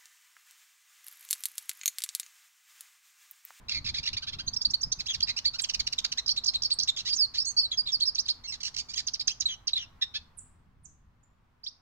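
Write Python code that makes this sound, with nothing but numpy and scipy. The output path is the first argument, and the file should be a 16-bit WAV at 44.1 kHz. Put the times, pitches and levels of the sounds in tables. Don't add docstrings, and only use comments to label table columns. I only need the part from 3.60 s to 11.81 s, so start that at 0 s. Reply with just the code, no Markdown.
import sys
import numpy as np
from scipy import signal
from scipy.fft import rfft, irfft, next_fast_len
from scipy.io import wavfile
from scipy.ndimage import map_coordinates

SR = 44100
rng = np.random.default_rng(int(sys.argv[2]) if len(sys.argv) > 2 else 0)


def digitize_waveform(pressure):
    field = np.atleast_2d(pressure).T
    bounded = np.clip(field, -1, 1)
    quanta = np.round(bounded * 32767).astype(np.int16)
    wavfile.write(sys.argv[1], SR, quanta)


N = 362061
TOP_HZ = 15850


def amp(db):
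    return 10 ** (np.asarray(db) / 20)


def unit(x):
    return x / np.sqrt(np.mean(x ** 2))


def along(points, hz):
    f, v = np.transpose(points)
    return np.interp(np.log(hz + 1), np.log(f), v)


def wobble(rate_hz, size):
    at = np.arange(size) * rate_hz / SR
    return map_coordinates(rng.standard_normal(int(at[-1]) + 2), [at], mode="nearest")


def filtered(x, response):
    m = next_fast_len(N + SR // 2)
    return irfft(rfft(x, m) * response(np.fft.rfftfreq(m, 1 / SR)), m)[..., :N]


def rush(spectrum, width):
    mid, side = filtered(rng.standard_normal((2, N)), lambda hz: amp(along(spectrum, hz)))
    return unit(np.array([mid + width * side, mid - width * side]))


# frequency in Hz, relative density in dB.
RUMBLE_SPECTRUM = [(25, 4), (85, 6), (250, -9), (450, -27.5), (2000, -85.5)]
AIR_SPECTRUM = [(550, -3), (1100, 2), (2500, -10), (6000, -21), (10000, -29), (15000, -28)]
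# time in seconds, rumble in relative dB, air and hum in relative dB.
BACKGROUND_FADE = [(1.4, -56, -64.5), (2.5, -60, -63), (4.499, -62, -66), (6.499, -62.5, -67.5),
                   (7.199, -63, -77), (8.2, -73.5, -75.5)]
# peak time in seconds, level in dB.
THUMPS = [(0.257, -49), (.4, -46), (0.884, -44), (1.267, -44), (1.39, -48.5), (2.205, -45.5)]

def background(rumble_db, air_db, hum_db, hum_hz, gust_db, thump_s=0.011):
    t = np.arange(N) / SR
    times, *fades = np.transpose(BACKGROUND_FADE)
    low_db, high_db = (np.interp(t, times, fade) for fade in fades)
    lumps_db = gust_db * amp(low_db - low_db.max()) * wobble(23, N)
    thumps = sum(amp(db) * np.exp(-((t - at) / thump_s) ** 2) for at, db in THUMPS)
    rumble = (amp(low_db + rumble_db + lumps_db) + thumps) * rush(RUMBLE_SPECTRUM, width=0.22)
    hum = amp(high_db + hum_db) * np.sin(2 * np.pi * hum_hz * t + wobble(10, N))
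    return rumble + hum + amp(high_db + air_db) * rush(AIR_SPECTRUM, width=0.83)


def yard_echo(x, db, t60_s):
    age = np.arange(SR // 2) / SR
    tail = rng.standard_normal((2, len(age))) * amp(-60 * age / t60_s) * (age > 0.0015)
    return amp(db) * signal.fftconvolve(x, tail / np.linalg.norm(tail[0]), axes=1)[:, :N]


def cage_scatter(db, count):
    delays = (rng.uniform(0.0008, 0.014, count) * SR).astype(int)
    paths = np.bincount(delays, amp(db) * rng.uniform(-1, 1, count))
    paths[0] = 1
    return paths


# frequency in Hz, left minus right in dB.
BALANCE = [(2000, 3.5), (4000, -3), (6000, -9.5), (9000, -21), (13000, 1)]

def from_the_right(song, lag_ms):
    def response(hz):
        left = amp(along(BALANCE, hz)) * np.exp(-2j * np.pi * hz * lag_ms / 1000)
        return np.array([left, np.ones_like(left)]) / np.sqrt((1 + abs(left) ** 2) / 2)
    return filtered(song, response)


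# frequency in Hz, gain in dB.
THROAT = [(600, -85.5), (1300, -9), (2300, -5.5), (3200, 2), (4200, 15), (5200, 11.5), (6500, 5),
          (9500, -22.5), (13000, -30), (15500, -35)]

def syrinx(length_s, glide_hz, gape, vibrato, jitter_hz, wander, rattle, flutter, sub_db, slope, peaked,
           hiss_db=-38):
    size = int(length_s * SR)
    u = np.arange(size) / size
    log_glide = np.log(glide_hz) + 0.02 * rng.standard_normal(3)
    pitch = np.exp(np.polyval(np.polyfit([0, 0.5, 1], log_glide, 2), u))
    vibrato_hz, depth = vibrato or (0, 0)
    pitch *= 1 - depth * (1 - u) * np.sin(2 * np.pi * vibrato_hz * length_s * u)
    pitch *= np.exp(wander * wobble(110, size))
    pitch += jitter_hz * wobble(1000, size)
    rattle_hz = np.geomspace(*rng.uniform(500, 1600, 2), size)
    rattle_depth = rattle * np.ptp(np.log(glide_hz)) * np.exp(-u * length_s / 0.0064)
    pitch *= 1 + rattle_depth * np.sin(2 * np.pi * np.cumsum(rattle_hz) / SR)
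    k = np.arange(2, 2 * TOP_HZ / min(glide_hz))[:, None] / 2
    partial_db = along(THROAT, k * abs(pitch) / gape) + sub_db * (k % 1 > 0)
    strength = amp(partial_db) * k ** -slope * (k * pitch < SR / 2)
    cycles = k * np.cumsum(pitch) / SR + rng.random(k.shape)
    tone = unit(np.sum(strength * np.sin(2 * np.pi * cycles), axis=0))
    tone += amp(hiss_db) * rng.standard_normal(size)
    swell = np.sin(np.pi * u ** np.sqrt(peaked)) ** peaked
    flicker = np.exp(flutter * (wobble(260, size) + wobble(3000, size)))
    return unit(tone * swell * flicker)


# time in seconds, factor on the throat's frequencies.
GAPE = [(.4, 0.9), (.75, 0.87), (1.0, 0.96), (4.9, 0.98), (5.1, 1.058), (6.4, 0.87)]

def sing(notes, **voice):
    song = np.zeros((2, N + SR))
    for s, length_s, start_hz, middle_hz, end_hz, db, *vibrato in notes:
        gape = np.interp(s, *np.transpose(GAPE))
        syllable = syrinx(length_s, (start_hz, middle_hz, end_hz), gape, vibrato, **voice)
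        for channel in song:
            heard = signal.fftconvolve(syllable, cage_scatter(db=-14.5, count=10))
            channel[round(s * SR):][:len(heard)] += amp(db) * heard
    return song[:, :N]


def bent(rows, bend):
    return [(s, length_s, hz * bend[0], hz, hz * bend[1], *rest) for s, length_s, hz, *rest in rows]


def brief(rows, length_s, bend):
    return bent([(s, length_s, hz, db) for s, hz, db in rows], bend)


def repeated(notes, rows):
    return [(s + delay_s, length_s, *(factor * np.array(glide_hz)), db + note_db)
            for s, db, factor in rows for delay_s, length_s, *glide_hz, note_db in notes]


# start and length in seconds, start, middle and end pitch in Hz, level in dB.
HIGH_CALLS = [(6.77, 0.026, 11040, 8760, 6890, -45), (7.232, 0.03, 9540, 8130, 5720, -52),
              (7.63, 0.019, 6600, 7100, 7140, -68), (8.033, 0.025, 4300, 5360, 6480, -44.5)]

def high_calls():
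    return sing(HIGH_CALLS,
                jitter_hz=55, wander=0.007, rattle=0.02, flutter=0.16, sub_db=-22, slope=3, peaked=1)


# start in seconds, pitch in Hz, level in dB.
SQUEAKS = [(.083, 2590, -33.5), (.106, 2360, -31), (.243, 2783, -37.5), (.261, 2390, -32.5),
           (.282, 2340, -32.5), (.339, 2084, -33), (.359, 2594, -36.5), (.378, 2290, -32),
           (.428, 2780, -38), (.453, 2720, -33), (.471, 2263, -29), (.528, 2980, -36), (.565, 2260, -31.5)]

def squeaks():
    return sing(brief(SQUEAKS, length_s=0.026, bend=(0.67, 0.64)),
                jitter_hz=75, wander=0.045, rattle=0.07, flutter=0.27, sub_db=-11, slope=0.51, peaked=0.9)


# start and length in seconds, pitch in Hz, level in dB.
BUZZES = [(0.618, 0.031, 1484, -38), (0.666, 0.04, 842, -35), (0.721, 0.037, 1230, -39.5),
          (0.784, 0.035, 1540, -36), (1.762, 0.031, 2817, -32), (1.843, 0.037, 2150, -34),
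          (1.932, 0.038, 1470, -37.5), (2.44, 0.021, 1356, -32.5), (2.572, 0.032, 2009, -28.5),
          (3.449, 0.053, 1069, -32.5), (3.738, 0.037, 1014, -35.5), (4.835, 0.039, 2190, -41),
          (5.002, 0.0206, 1110, -41), (5.141, 0.012, 1060, -40), (5.676, 0.012, 893, -29),
          (5.692, 0.036, 3000, -35.5), (6.175, 0.01, 1012, -35.5), (6.411, 0.035, 1932, -29),
          (6.538, 0.046, 903, -33.5)]

def buzzes():
    return sing(bent(BUZZES, (0.73, 0.9)),
                jitter_hz=26, wander=0.06, rattle=0.05, flutter=0.17, sub_db=-16, slope=0.51, peaked=1)


# start and length in seconds, pitch in Hz, level in dB, vibrato in Hz, depth as share of pitch.
TRILLS = [(0.128, 0.071, 2203, -33.5, 105.7, 0.15), (1.479, 0.051, 3367, -30, 87.6, 0.081),
          (1.669, 0.051, 2196, -30.5, 70.8, 0.26), (4.109, 0.047, 3615, -32, 63.89, 0.1),
          (4.256, 0.062, 3774, -33.5, 43.3, 0.12), (5.876, .08, 3217, -36.5, 75.6, 0.089),
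          (6.149, 0.04, 3764, -29.5, 45.5, 0.12), (6.177, 0.076, 3010, -41, 59.3, 0.09)]

def trills():
    return sing(bent(TRILLS, (1.08, 0.87)),
                jitter_hz=70, wander=0.017, rattle=0.063, flutter=0.2, sub_db=-22, slope=1.18, peaked=0.95)


# start and length in seconds, pitch in Hz, level in dB.
CHIPS = [(1.385, 0.034, 2530, -33.5), (1.528, 0.032, 2670, -32), (1.603, 0.0086, 3260, -30),
         (1.783, 0.011, 2590, -31.5), (1.982, 0.026, 2454, -30), (2.033, 0.02, 3057, -29),
         (2.086, 0.021, 3000, -29.5), (2.134, 0.022, 2840, -28), (2.19, 0.025, 2280, -27),
         (2.264, 0.018, 2780, -27.5), (2.32, .022, 2676, -30), (2.379, 0.018, 3612, -26.5),
         (2.441, 0.016, 2338, -25), (2.515, 0.017, 2890, -29.5), (5.029, .011, 2740, -32),
         (5.162, 0.0085, 2770, -31.5), (5.333, 0.015, 2720, -35), (5.347, 0.048, 3280, -35)]
CHIP_BEND = (0.85, 0.42)

def chips():
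    return sing(bent(CHIPS, CHIP_BEND), hiss_db=-28,
                jitter_hz=55, wander=0.025, rattle=0.05, flutter=0.18, sub_db=-15, slope=0.27, peaked=1.4)


# start and length in seconds, pitch in Hz, level in dB.
RASPS = [(3.362, .055, 3403, -34), (4.918, .045, 2000, -37.5), (5.038, .056, 2684, -33.5),
         (5.172, 0.045, 2540, -32.5), (5.285, .046, 2350, -41.5), (5.372, 0.039, 2130, -31.5)]

def rasps(scrape_delay_s=0.011, scrape_s=0.021, scrape_db=-12):
    scrapes = [(s + scrape_delay_s, scrape_s, hz / 2, db + scrape_db) for s, hz, db in TICKS]
    return sing(bent(RASPS, (0.97, 0.75)) + bent(scrapes, CHIP_BEND),
                jitter_hz=85, wander=0.11, rattle=0.06, flutter=0.28, sub_db=-6, slope=0.4, peaked=0.6)


# delay and length in seconds, start, middle and end base pitch in Hz, relative level in dB.
HOOK_NOTES = [(0, .018, 1818, 3744, 4850, -10), (.011, 0.021, 4590, 4230, 3360, -1)]
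SWOOP_NOTES = [(0.002, .033, 19000, 7510, 11300, -1.5)]
# start in seconds, level in dB, pitch factor.
HOOKS = [(2.761, -26.5, 0.92), (2.935, -24.5, 0.97), (3.101, -21.5, 1.06), (3.273, -21.5, 0.91),
         (3.384, -37.5, 0.98)]
SWOOPS = [(2.003, -34.5, 1.03), (3.117, -40.5, 1.12), (3.86, -39, 1.1)]
# start in seconds, lower pitch in Hz, level in dB.
CHORDS = [(2.702, 4650, -28.5), (2.873, 4400, -24.5), (3.044, 4550, -28.5), (3.217, 4600, -33),
          (4.694, 4400, -28.5)]

def figures(upper_ratio=1.21, upper_db=-3):
    upper = [(s, hz * upper_ratio, db + upper_db) for s, hz, db in CHORDS]
    chords = brief(CHORDS + upper, length_s=0.0263, bend=(0.93, 0.91))
    return sing(chords + repeated(HOOK_NOTES, HOOKS) + repeated(SWOOP_NOTES, SWOOPS),
                jitter_hz=130, wander=0.035, rattle=0.15, flutter=0.13, sub_db=-21, slope=0.35, peaked=0.9)


# start and length in seconds, pitch in Hz, level in dB, fall in octaves (negative rises).
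SLURS = [(0.864, 0.035, 6300, -40, 0.1), (3.486, 0.064, 4750, -31, 0.24), (3.551, 0.027, 6700, -31.5, 0.56),
         (3.578, 0.079, 4773, -23.5, 0.4), (3.854, 0.053, 4466, -33.5, 0.095),
         (3.861, 0.064, 6360, -35.5, 0.051), (3.965, 0.048, 4460, -23.5, 0.026),
         (3.967, 0.063, 5430, -32.5, 0.28), (4.017, 0.053, 4330, -30, 0.3),
         (4.172, 0.045, 4904, -24.5, 0.29), (4.317, 0.05, 5100, -26, 0.51),
         (4.415, 0.028, 4240, -23.5, 0.31), (4.451, 0.022, 5320, -31.5, -0.27),
         (4.467, 0.033, 5150, -25, 0.32), (4.872, 0.047, 2703, -37.5, .05),
         (5.856, 0.014, 4000, -22, 0.096), (6.132, 0.0087, 4095, -22, -0.063)]

def slurs(early_share=0.55):
    notes = [(s, length_s, hz * 2 ** (fall * early_share), hz, hz / 2 ** (fall * (1 - early_share)), db)
             for s, length_s, hz, db, fall in SLURS]
    return sing(notes,
                jitter_hz=55, wander=0.015, rattle=0.51, flutter=0.043, sub_db=-22.5, slope=0, peaked=0.81)


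# start in seconds, pitch in Hz, level in dB.
PIPS = [(0.874, 4510, -29), (0.961, 5320, -27.5), (1.047, 4616, -21), (1.134, 4616, -22.5),
        (1.228, 5270, -26), (1.316, 6410, -26.5), (1.624, 4780, -22), (1.851, 4780, -22.5),
        (1.872, 4470, -27.5), (3.779, 4670, -24.5), (3.797, 5180, -27), (3.814, 5570, -30),
        (6.42, 3916, -27.5)]
GRACES = [(0.929, 5200, -35.5), (1.008, 5100, -30.5), (1.098, 5750, -34), (1.207, 6030, -36.5),
          (3.844, 6200, -35.5)]
TICKS = [(4.546, 5850, -30), (4.654, 4820, -37.5), (5.466, 6430, -29), (5.533, 5890, -29),
         (5.593, 4920, -31), (5.671, 6410, -22), (5.799, 6950, -25.5), (6.07, 5970, -25)]
TWITTER_FLICKS = [(2.66, 5370, -32.5), (2.677, 5430, -25), (2.688, 4524, -22.5), (2.695, 4550, -25.5),
                  (2.858, 4840, -27.5), (2.864, 6030, -29.5), (3.019, 5470, -28), (3.032, 5160, -26.5),
                  (3.186, 5420, -25), (3.198, 4610, -24.5), (3.207, 4760, -29), (3.23, 5920, -27)]
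# start and length in seconds, pitch in Hz, level in dB.
RISES = [(1.318, 0.018, 4440, -30.5), (1.456, .028, 2790, -36), (2.834, 0.023, 5980, -33),
         (3.484, 0.024, 2670, -35.5), (3.524, 0.025, 5220, -26.5), (3.764, 0.024, 2250, -38),
         (4.398, 0.019, 3710, -30.5), (4.574, .042, 5130, -26.5), (4.679, 0.02, 3810, -27),
         (5.479, 0.012, 4340, -30.5), (5.606, 0.016, 4490, -32), (8.056, 0.039, 4620, -37)]

def whistles():
    notes = (brief(PIPS, length_s=0.018, bend=(0.7, 0.88))
             + brief(GRACES, length_s=0.024, bend=(0.92, 1.8))
             + brief(TICKS, length_s=0.015, bend=(0.82, 0.56))
             + brief(TWITTER_FLICKS, length_s=0.0095, bend=(0.78, 1.25))
             + bent(RISES, (0.59, 1.33)))
    return sing(notes,
                jitter_hz=55, wander=0.016, rattle=0.23, flutter=0.09, sub_db=-18, slope=0.18, peaked=1.4)


def finch(lowest_hz):
    song = whistles() + slurs() + figures() + trills() + chips() + squeaks() + rasps() + buzzes()
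    return filtered(song, lambda hz: 1 - 1 / (1 + (hz / lowest_hz) ** 6))


def scene():
    song, calls = finch(lowest_hz=980), high_calls()
    yard = yard_echo(song, db=-17.5, t60_s=0.29) + yard_echo(calls, db=-4.5, t60_s=0.34)
    outdoors = background(rumble_db=3, air_db=3, hum_db=-5.5, hum_hz=242, gust_db=3.5)
    return from_the_right(song + calls, lag_ms=0.11) + yard + outdoors


def record(dry):
    return filtered(dry, lambda hz: hz < TOP_HZ)


dry = scene()
out = record(dry)
digitize_waveform(out)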